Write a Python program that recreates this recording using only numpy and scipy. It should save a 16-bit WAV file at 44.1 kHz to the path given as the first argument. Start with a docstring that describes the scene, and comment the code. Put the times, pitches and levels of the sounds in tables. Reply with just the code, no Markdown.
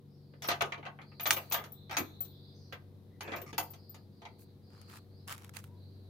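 """Garden gate with a chain latch

A hand pulls a light chain that lifts the latch of a wooden garden gate, lets it go and eases the gate open.
Wood knocks are filtered noise that dies away; links and latch ring as sets of fading sine tones.
The hinge squeaks in unsteady tones, then shoes scuff on grit as grainy noise with short cracks.
Behind it an engine hums in sine tones, small birds twitter in rising chirps, and the air rumbles and hisses."""
import sys
import numpy as np
from scipy import signal
from scipy.fft import rfft, irfft, next_fast_len
from scipy.io import wavfile
from scipy.ndimage import uniform_filter1d

SR = 44100
rng = np.random.default_rng(int(sys.argv[2]) if len(sys.argv) > 2 else 0)


def generate_wav(sig):
    """Save sig (samples, or channels by samples) to the path in sys.argv[1] as 16-bit PCM at SR."""
    pcm = np.round(np.clip(np.atleast_2d(sig).T, -1, 1) * 32767).astype(np.int16)
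    wavfile.write(sys.argv[1], SR, pcm)


N = 268833

# How alike noise is in the left and right channels: f/Hz, likeness (1 = the same, 0 = unrelated)
LIKENESS = [(60, 0.94), (250, 0.71), (600, 0.74), (1500, 0), (4000, 0.21), (16000, 0)]
# Colour of steel touching something hard: f/Hz, relative density/dB per Hz
STEEL_COLOUR = [(30, -40), (150, -25), (600, -9.5), (1200, 3.5), (2300, 4.5), (3300, -3), (4400, -3),
                (6200, 1), (7500, -8.5), (12000, -11.5), (16000, -9)]


def amp(db):
    """Turns decibels into a gain."""
    return 10 ** (np.asarray(db) / 20)


def evened(x):
    """Scales a sound to an rms of 1."""
    return x / np.sqrt(np.mean(x ** 2) + 1e-20)


def read(points, hz):
    """Reads a table between its points, along a log-frequency axis."""
    f, value = np.transpose(points)
    return np.interp(np.log(hz + 1), np.log(f + 1), value)


def add(mix, s, sound):
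    """Mixes a stereo sound in at time s, cut off where the mix ends."""
    part = mix[:, max(round(s * SR), 0):][:, :sound.shape[1]]
    part += sound[:, :part.shape[1]]


def panned(side_db):
    """Gains of the two channels for a left-minus-right difference in dB."""
    return amp(np.array([[.5], [-.5]]) * side_db)


def pair(size):
    """Stereo noise whose channels are as alike at each frequency as LIKENESS says."""
    left, other = rfft(rng.standard_normal((2, size)))
    same = np.clip(read(LIKENESS, np.fft.rfftfreq(size, 1 / SR)), -1, 1)
    right = same * left + np.sqrt(1 - same ** 2) * other
    return irfft(np.array([left, right]), size)


def coloured(x, db):
    """Filters with the given dB at each frequency bin, without sounding ahead of the blow."""
    size = x.shape[1]
    log_gain = np.log(amp(np.r_[db, db[-2:0:-1]]))
    response = np.exp(np.conj(signal.hilbert(log_gain)))[:len(db)]  # minimum phase
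    return irfft(rfft(x) * response, size)


def dying(x, t60):
    """Lets every band die at its own speed; t60 is the time to fall by 60 dB."""
    hz, t, bands = signal.stft(x, SR, nperseg=128)
    fade = 1e-3 ** (t / read(t60, hz)[:, None])
    return signal.istft(bands * fade, SR)[1][:, :x.shape[1]]


def lumps(hz, spacing_hz):
    """Random peaks and dips along frequency: each spot answers in its own way."""
    knots = np.arange(0, SR / 2, spacing_hz)
    return np.interp(hz, knots, rng.standard_normal(1024)[:len(knots)])


def spread(points, hz):
    """A spectrum in dB, scaled to a mean power of 1."""
    db = read(points, hz)
    return db - 10 * np.log10(np.mean(amp(db) ** 2))


def yard(x, size=16384, build_up_s=0.013):
    """Scattered echoes from fence, ground and house, as a tail of noise that builds up and dies away."""
    # Echo decay: f/Hz, time to fall by 60 dB/s
    echo_t60 = [(200, 1), (1500, 0.37), (5000, 0.33), (14000, 0.39)]
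    t = np.arange(size) / SR
    tail = dying(pair(size), echo_t60) * (1 - np.exp(-t / build_up_s))
    return signal.fftconvolve(x, tail / np.linalg.norm(tail[0]), axes=1)[:, :N]


def engine(firing_hz=23.92, waver_hz=0.027, flutter=0.02):
    """A distant idling engine: tones at multiples of its firing rate, each wavering a little in level."""
    # Steady tones: multiple of the firing rate, relative level/dB
    steady_orders = [(5, -75), (8, -67.5), (9, -66.5), (12, -72.5), (15, -75), (16, -72), (20, -72)]
    # The two strongest tones over time: t/s, relative level of multiple 4/dB, of multiple 6/dB
    strong_orders = [(0.0, -68, -63), (0.05, -61, -56.5), (0.41, -64, -56.5), (0.54, -54.5, -53.5),
                     (0.69, -63, -55), (1.09, -64, -58.5), (1.34, -56, -54), (1.46, -58.5, -58),
                     (2.73, -55.5, -60), (3.14, -57.5, -66), (3.39, -54, -58.5), (4.23, -60, -67.5),
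                     (5.82, -51.5, -61.5), (6.1, -52, -70)]
    t, knots = np.arange(N) / SR, np.arange(0, N / SR + 1, .2)

    def drift():
        """A slow random wander around zero."""
        return np.interp(t, knots, rng.standard_normal(len(knots)))

    turns = np.cumsum(firing_hz + waver_hz * drift()) / SR
    s, fourth_db, sixth_db = np.transpose(strong_orders)
    orders = steady_orders + [(4, np.interp(t, s, fourth_db)), (6, np.interp(t, s, sixth_db))]
    hum = np.zeros(N)
    for multiple, db in orders:
        height = amp(db) * (1 + flutter * drift())
        hum += height * np.sin(2 * np.pi * (multiple * turns + rng.random()))
    return np.sqrt(2) * hum


def air():
    """Far rumble and a fine hiss: shaped noise with a slowly changing level."""
    # Colour of the air: f/Hz, relative density/dB per Hz
    air_colour = [(15, -48), (25, -30), (43, -19), (74, -10.5), (108, -2.5), (217, -12), (300, -13),
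                  (500, -19), (1160, -34), (2800, -43), (3900, -35), (7300, -51), (13600, -42),
                  (16000, -50)]
    # Loudness of the air: t/s, relative level/dB
    air_level = [(0, -63), (2.498, -60.5), (4.5, -61), (6.1, -59.5)]
    size = next_fast_len(N, real=True)
    gain = amp(read(air_colour, np.fft.rfftfreq(size, 1 / SR)))
    noise = irfft(rfft(pair(size)) * gain, size)[:, :N]
    return evened(noise) * amp(np.interp(np.arange(N) / SR, *np.transpose(air_level)))


def birds(chirps_per_s=21, direct=0.29, uneven_db=2):
    """Runs of quick rising chirps, each a little different; the run sinks slightly and echoes blur it."""
    # Bird phrases: start t/s, end t/s, middle pitch f/Hz, relative level/dB
    phrases = [(.05, 0.409, 4710, -80.5), (0.988, 1.54, 4420, -70.5), (1.654, 2.602, 3840, -68.5),
               (2.248, 2.738, 4670, -72.5), (2.535, 2.676, 5570, -76), (3.45, 4.047, 4725, -73),
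               (4.075, 4.532, 4460, -77.5), (4.599, 5.006, 4530, -71.5), (5.082, 5.218, 4560, -74),
               (5.717, 6.1, 4310, -75.5)]
    phrase_fall, chirp_rise, chirp_spread = 0.045, .26, .03  # shares of the pitch
    out = np.zeros((2, N))
    for start, end, phrase_hz, db in phrases:
        size = max(round((end - start) * SR), 2)
        # number counts the chirps; progress runs from 0 to 1 within each
        number, progress = np.divmod(np.arange(size) / SR * chirps_per_s + rng.random(), 1)
        pitch, effort = rng.standard_normal((64, 2))[number.astype(int)].T
        sinking = phrase_fall * np.linspace(-.5, .5, size)
        hz = phrase_hz * (1 - sinking + chirp_rise * (progress - .5) + chirp_spread * pitch)
        loudness = np.sqrt(np.sin(np.pi * progress)) * amp(uneven_db * effort)
        song = np.sin(2 * np.pi * np.cumsum(hz) / SR) * loudness
        song = evened(song * signal.windows.tukey(size, .3))
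        add(out, start, amp(db) * song * np.ones((2, 1)))
    return amp(3) * (direct * out + yard(out))


def knocks(level_db=-2.0, crack=0.12, crack_s=0.0018, size=8192, count=4):
    """Chain and latch hit wood, fall back ever weaker and leave it ringing; hard contacts are brighter."""
    # Knocks: t/s, relative level/dB, bass thud against that/dB, change one octave above treble_from_hz/dB
    contacts = [(.336, -61.5, 8, -18), (.421, -47.5, -3.5, -2.5), (0.443, -41.5, -7, -9.5),
                (.486, -30.5, -2.5, -5), (.503, -33.5, -10, -7.5), (.514, -30.5, -4.5, -9),
                (.608, -30, -19, -8.5), (.62, -41, 8, -7), (0.656, -62, 18, -2), (.721, -35, -17, -12),
                (0.778, -54.5, 12, -11.5), (.828, -48, -25.5, -19), (.852, -48, -3, -11.5),
                (0.862, -41, -9, -14), (.988, -48.5, -5, -26), (1.015, -55.5, -3, -8.5),
                (1.117, -59.5, 2, -23), (1.197, -41.5, -12, -7.5), (1.256, -32.5, -11.5, -8),
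                (1.263, -36.5, -9, -3), (1.307, -35, -18, 0), (1.323, -40, -7, -2), (1.367, -38, -3, -10.5),
                (1.512, -43, -5, -7), (1.522, -41.5, -3, 0), (1.542, -33, -9.5, -6), (1.583, -40, 1, -14),
                (1.639, -50, 1.5, -5), (1.895, -48, 4, -10), (1.91, -41, -9, -8), (1.968, -32, -12, -4.5),
                (2.001, -49.5, 19, -5.5), (2.207, -60, 9, -4.5), (2.248, -67, 18.5, 0),
                (2.724, -43, -3, -10), (3.207, -42, -5, -5.5), (3.277, -44, 9.5, -14),
                (3.318, -41, 1.5, -10), (3.334, -36, -2.5, -18.5), (3.363, -47, 7, -6),
                (3.416, -53.5, 12.5, -6.5), (3.529, -48, 12.5, -6.5), (3.58, -34, -11, -3),
                (3.735, -57.5, 3, -3.5), (3.944, -57, -2.5, -4), (4.218, -54, 3, -10),
                (4.252, -46, -14, -11)]
    # Dense ring of post and boards: f/Hz, relative level/dB
    wood_colour = [(25, -27.5), (60, -9), (200, -3.5), (450, 2.5), (680, 2), (1200, 0), (1750, -1.5),
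                   (2300, 1), (3200, 3), (4400, 3.5), (5400, 1.5), (6500, 7.5), (7400, -3.5), (11500, 5.5),
                   (15500, -1)]
    # How long the wood rings: f/Hz, time to fall by 60 dB/s
    wood_t60 = [(150, 0.17), (700, 0.21), (2000, 0.14), (5000, 0.089), (14000, 0.092)]
    # Wide resonances of the post: f/Hz, width/Hz, boost/dB
    post_peaks = [(695, 45, 6), (904, 50, 5), (1235, 60, 8), (1530, 50, 5), (2020, 70, 4), (2355, 80, 4),
                  (3374, 80, 4)]
    rebound_s, rebound_db, rebound_spread = 0.016, -11, 0.27  # spread is a share of the spacing
    treble_from_hz, treble_curve = 2000, 1.3  # a soft contact loses treble ever more steeply
    out, t, hz = np.zeros((2, N)), np.arange(size) / SR, np.fft.rfftfreq(size, 1 / SR)
    body_db = read(wood_colour, hz)
    for f, width, db in post_peaks:
        body_db = body_db + db / (1 + (2 * (hz - f) / width) ** 2)
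    middle = (hz > 600) * (hz < 1400)  # this band sets the overall scale
    body_db -= 10 * np.log10(np.mean(amp(body_db) ** 2 * middle))
    attack = (1 - np.exp(-t / .0005)) * (1 + crack * np.exp(-t / crack_s))
    bass = read([(420, 1), (720, 0)], hz)  # the thud's share: all below 420 Hz, none above 720 Hz
    treble_octaves = np.log2(np.maximum(hz / treble_from_hz, 1)) ** treble_curve
    for s, db, thud_db, hardness in contacts:
        spot_db = 3.5 * lumps(hz, 85) + 2 * lumps(hz, 450)
        blow = np.zeros((2, size))
        for k, late in enumerate(rng.uniform(-1, 1, count)):
            hit = dying(pair(size), wood_t60) * attack
            add(blow, k * rebound_s * (1 + rebound_spread * late), amp(k * rebound_db) * hit)
        colour_db = body_db + thud_db * bass + hardness * treble_octaves + spot_db
        add(out, s, amp(db + level_db) * coloured(blow, colour_db))
    return out


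def rubbing(strokes, spectrum, grain_db, lump_db, swell=0.42, size=16384):
    """Sliding contact: a stream of tiny slips of uneven size under each stroke."""
    out, t, hz = np.zeros((2, N)), np.arange(size) / SR, np.fft.rfftfreq(size, 1 / SR)
    for start, end, db, tilt_db in strokes:
        slips = np.repeat(np.minimum(rng.exponential(1, size // 64), 4), 64)  # 64 samples each
        grains = pair(size) * amp(grain_db * slips)
        tilt = tilt_db * np.log2(hz / 1000 + .1)
        rub = evened(coloured(grains, spread(spectrum, hz) + tilt + lump_db * lumps(hz, 200)))
        stroke = abs(np.sin(np.pi * np.clip(t / (end - start), 0, 1))) ** swell
        add(out, start, amp(db) * rub * stroke)
    return out


def drag():
    """The chain drags over wood in short grainy slides."""
    # Slides: start t/s, end t/s, level before the swell/dB, brightness/dB per octave
    slides = [(.422, .48, -47.5, -1.5), (1.915, 1.965, -42, -7), (3.215, 3.42, -47.5, -8),
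              (3.46, 3.52, -52.5, -5)]
    return rubbing(slides, STEEL_COLOUR, grain_db=2.0, lump_db=7.0)


def ringing(blows, modes, favour_db, favour_octaves, detune, uneven_db, scatter, scatter_s, size=12288):
    """Steel rings in fading tones; where a blow lands favours some, and near wood scatters them to each ear."""
    out, t = np.zeros((2, N)), np.arange(size) / SR
    hz, mode_db, t60 = np.transpose(modes)
    for s, db, strongest_hz, side_db in blows:
        favoured = np.exp(-(np.log2(hz / strongest_hz) / favour_octaves) ** 2)
        height = amp(mode_db + favour_db * favoured + uneven_db * rng.standard_normal(len(hz)))
        pitch = hz * (1 + detune * rng.standard_normal(len(hz)))
        # unlike channels get unlike phases
        apart = np.sqrt(1 - np.clip(read(LIKENESS, hz), 0, 1)) * rng.uniform(-.6, .6, (2, len(hz)))
        waves = np.sin(2 * np.pi * pitch[:, None] * t + np.pi * apart[..., None])
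        fade = np.exp(-np.log(1000) * t / t60[:, None])
        ring = (waves * height[:, None] * fade).sum(1) / np.linalg.norm(height)
        ring = ring * (1 - np.exp(-t / .0003))  # soft start
        echoes = pair(size) * np.exp(-t / scatter_s)
        echoes = echoes / np.linalg.norm(echoes[0])
        ring = ring + scatter * signal.fftconvolve(ring, echoes, axes=1)[:, :size]
        add(out, s, amp(db) * panned(side_db) * ring)
    return out


def chain(neighbour_db=-13, lag_s=0.0098, side_db=7):
    """Each tap rings a link and jostles its neighbour, a slightly different link, a moment later."""
    # Links tapping each other: t/s, relative level/dB, strongest ring f/Hz
    pings = [(.441, -48, 13570), (.475, -35, 11900), (1.207, -36, 14900), (1.23, -31.5, 13400),
             (1.272, -24.5, 14200), (1.33, -34, 14400), (1.365, -29, 14290), (1.499, -40, 14280),
             (1.525, -25.5, 12900), (1.542, -28, 13400), (1.721, -41.5, 15200), (1.911, -48.5, 13600),
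             (1.982, -29.5, 13200), (2.206, -30, 14280), (2.727, -55, 13420), (3.23, -52, 13420),
             (3.36, -44, 14100), (3.416, -42.5, 14300), (3.58, -31, 14000), (3.63, -41, 13200),
             (3.705, -45, 14700), (3.895, -43.5, 13650)]
    # Tones of a link: f/Hz, relative level/dB, time to fall by 60 dB/s
    link_modes = [(5140, -28, .2), (5650, -28, .13), (7840, -25, .2), (9265, -23, .13), (11420, -27, .16),
                  (11910, -12, .11), (13380, -2, .07), (13490, -3, .1), (14280, 1, .115), (14530, -13, .11),
                  (14780, -13, .11), (15200, -17, .08)]
    taps = np.array([(s, db, hz, side_db) for s, db, hz in pings])
    jostled = taps + np.outer(rng.uniform(.5, 1.5, len(taps)), [lag_s, 0, 0, 0])
    first = ringing(taps, link_modes, favour_db=7, favour_octaves=.04, detune=.0008, uneven_db=1.5,
                    scatter=.4, scatter_s=.005)
    second = ringing(jostled, link_modes, favour_db=3, favour_octaves=.1, detune=.02, uneven_db=5,
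                     scatter=1.2, scatter_s=.008)
    return amp(0.5) * first + amp(neighbour_db) * second


def cracking(hits, spectrum, crack_s, lump_db, size=4096):
    """Very short contacts between hard things, each with a colour of its own."""
    out, t, hz = np.zeros((2, N)), np.arange(size) / SR, np.fft.rfftfreq(size, 1 / SR)
    for s, db, side_db in hits:
        burst = pair(size) * np.exp(-t / crack_s)
        crack = coloured(burst, spread(spectrum, hz) + lump_db * lumps(hz, 700))
        add(out, s, amp(db) * panned(side_db) * crack)
    return out


def latch(count=3, bounce_s=.0027, bounce_db=-5.5):
    """The lever cracks against its keeper, bounces quickly, steel on steel, and rings."""
    # Hard blows: t/s, crack level/dB, relative ring level/dB, strongest ring f/Hz, left minus right/dB
    clanks = [(.514, -53, -52, 700, -6), (.620, -25.5, -37, 1220, 2.5), (1.264, -43, -32.5, 1250, -2.5),
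              (1.307, -13.5, -28, 2400, 0), (1.522, -31, -45.5, 897, 6), (1.542, -52.5, -34.5, 880, -4),
              (1.969, -33.5, -29, 6380, -4.5), (1.982, -50, -33.5, 315, 3), (3.580, -32, -29, 900, 1)]
    # Tones of the latch on its post: f/Hz, relative level/dB, time to fall by 60 dB/s
    latch_modes = [(315, -3, .2), (695, -1, .14), (904, 0, .12), (1235, 1, .13), (1530, -3, .12),
                   (2010, -4, .12), (2355, 0, .11), (3374, -5, .11), (4170, -6, .09), (4770, -3, .09),
                   (5650, -9, .09), (6080, -1, .07), (6570, -2, .12), (6730, -9, .12)]
    blows, bounces = [], []
    for s, crack_db, ring_db, hz, side_db in clanks:
        blows.append((s + bounce_s, ring_db, hz, side_db))  # the ring starts at the first bounce
        for k in range(count):
            bounces.append((s + k * bounce_s, crack_db + k * bounce_db, side_db))
    ring = ringing(blows, latch_modes, favour_db=12, favour_octaves=.12, detune=.003, uneven_db=1,
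                   scatter=.7, scatter_s=.005)
    return amp(-2) * ring + cracking(bounces, STEEL_COLOUR, crack_s=0.0021, lump_db=0.5)


def hinge(jitter=0.042):
    """Thin tones of unsteady pitch squeak faintly as the gate turns."""
    # Squeaks: start t/s, end t/s, first f/Hz, last f/Hz, level/dB
    squeaks = [(3.076, 3.227, 1990, 1980, -82.5), (5.623, 5.842, 900, 1007, -75)]
    out = np.zeros((2, N))
    for start, end, first_hz, last_hz, db in squeaks:
        size = round((end - start) * SR)
        wobble = evened(uniform_filter1d(rng.standard_normal(size), size=200))
        hz = np.linspace(first_hz, last_hz, size) * (1 + jitter * wobble)
        tone = np.sin(2 * np.pi * np.cumsum(hz) / SR) * np.hanning(size)
        add(out, start, amp(db) * evened(tone) * np.ones((2, 1)))
    return out


def shoes(count=2, stone_db=2, stone_spread_db=3.5, side_db=-1):
    """Soles rub over fine grains; small stones crack under each scuff, and now and then a large one."""
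    # Soles sliding: start t/s, end t/s, relative level/dB, brightness/dB per octave
    scuffs = [(4.383, 4.451, -62, 7), (4.699, 4.9, -67, -3), (4.879, 4.998, -56.5, -1),
              (5.272, 5.354, -45, -1), (5.334, 5.49, -62.5, -1.5), (5.535, 5.611, -53.5, -0.5),
              (5.585, 5.689, -68.5, 2)]
    # Large stones cracking: t/s, relative level/dB, left minus right/dB
    large = [(4.8147, -49, 12), (4.9682, -48, 6.5), (5.2774, -37, -2), (5.3248, -30, -3),
             (5.3794, -43.5, -10), (5.446, -43, 1), (5.4934, -42, -1), (5.5503, -49, -14),
             (5.5684, -33, -12), (5.6407, -44.5, -1)]
    # Colour of soles on grit: f/Hz, relative density/dB per Hz
    sole_colour = [(30, -40), (150, -24), (600, -13), (850, 0), (1350, 3), (1700, -2), (2600, -3),
                   (4000, -7), (8000, -8), (12000, -7), (16000, -12)]
    rub = rubbing(scuffs, sole_colour, grain_db=3.3, lump_db=2.2)
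    small = []
    for start, end, db, _ in scuffs:
        for _ in range(count):
            level_db = db + stone_db + stone_spread_db * rng.standard_normal()
            small.append((rng.uniform(start, end), level_db, side_db))
    stones = cracking(large + small, sole_colour, crack_s=.0025, lump_db=3)
    return amp(0.5) * rub + amp(-3.5) * stones


def scene():
    """The gate close by, with its faint echoes, and the yard around it."""
    near = knocks() * panned(side_db=0.77) + drag() + chain() + latch() + hinge() + shoes()
    far = amp(-1) * engine() + amp(1.13) * air()
    return near + amp(-19.5) * yard(near) + far * panned(side_db=2.0) + birds()


def record(dry, edge_hz=16000):
    """Takes away the treble above the edge with a steep low-pass filter."""
    low_pass = signal.firwin(255, edge_hz, window=("kaiser", 8), fs=SR)
    return signal.oaconvolve(dry, low_pass[None], "same")


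dry = scene()
out = record(dry)
generate_wav(out)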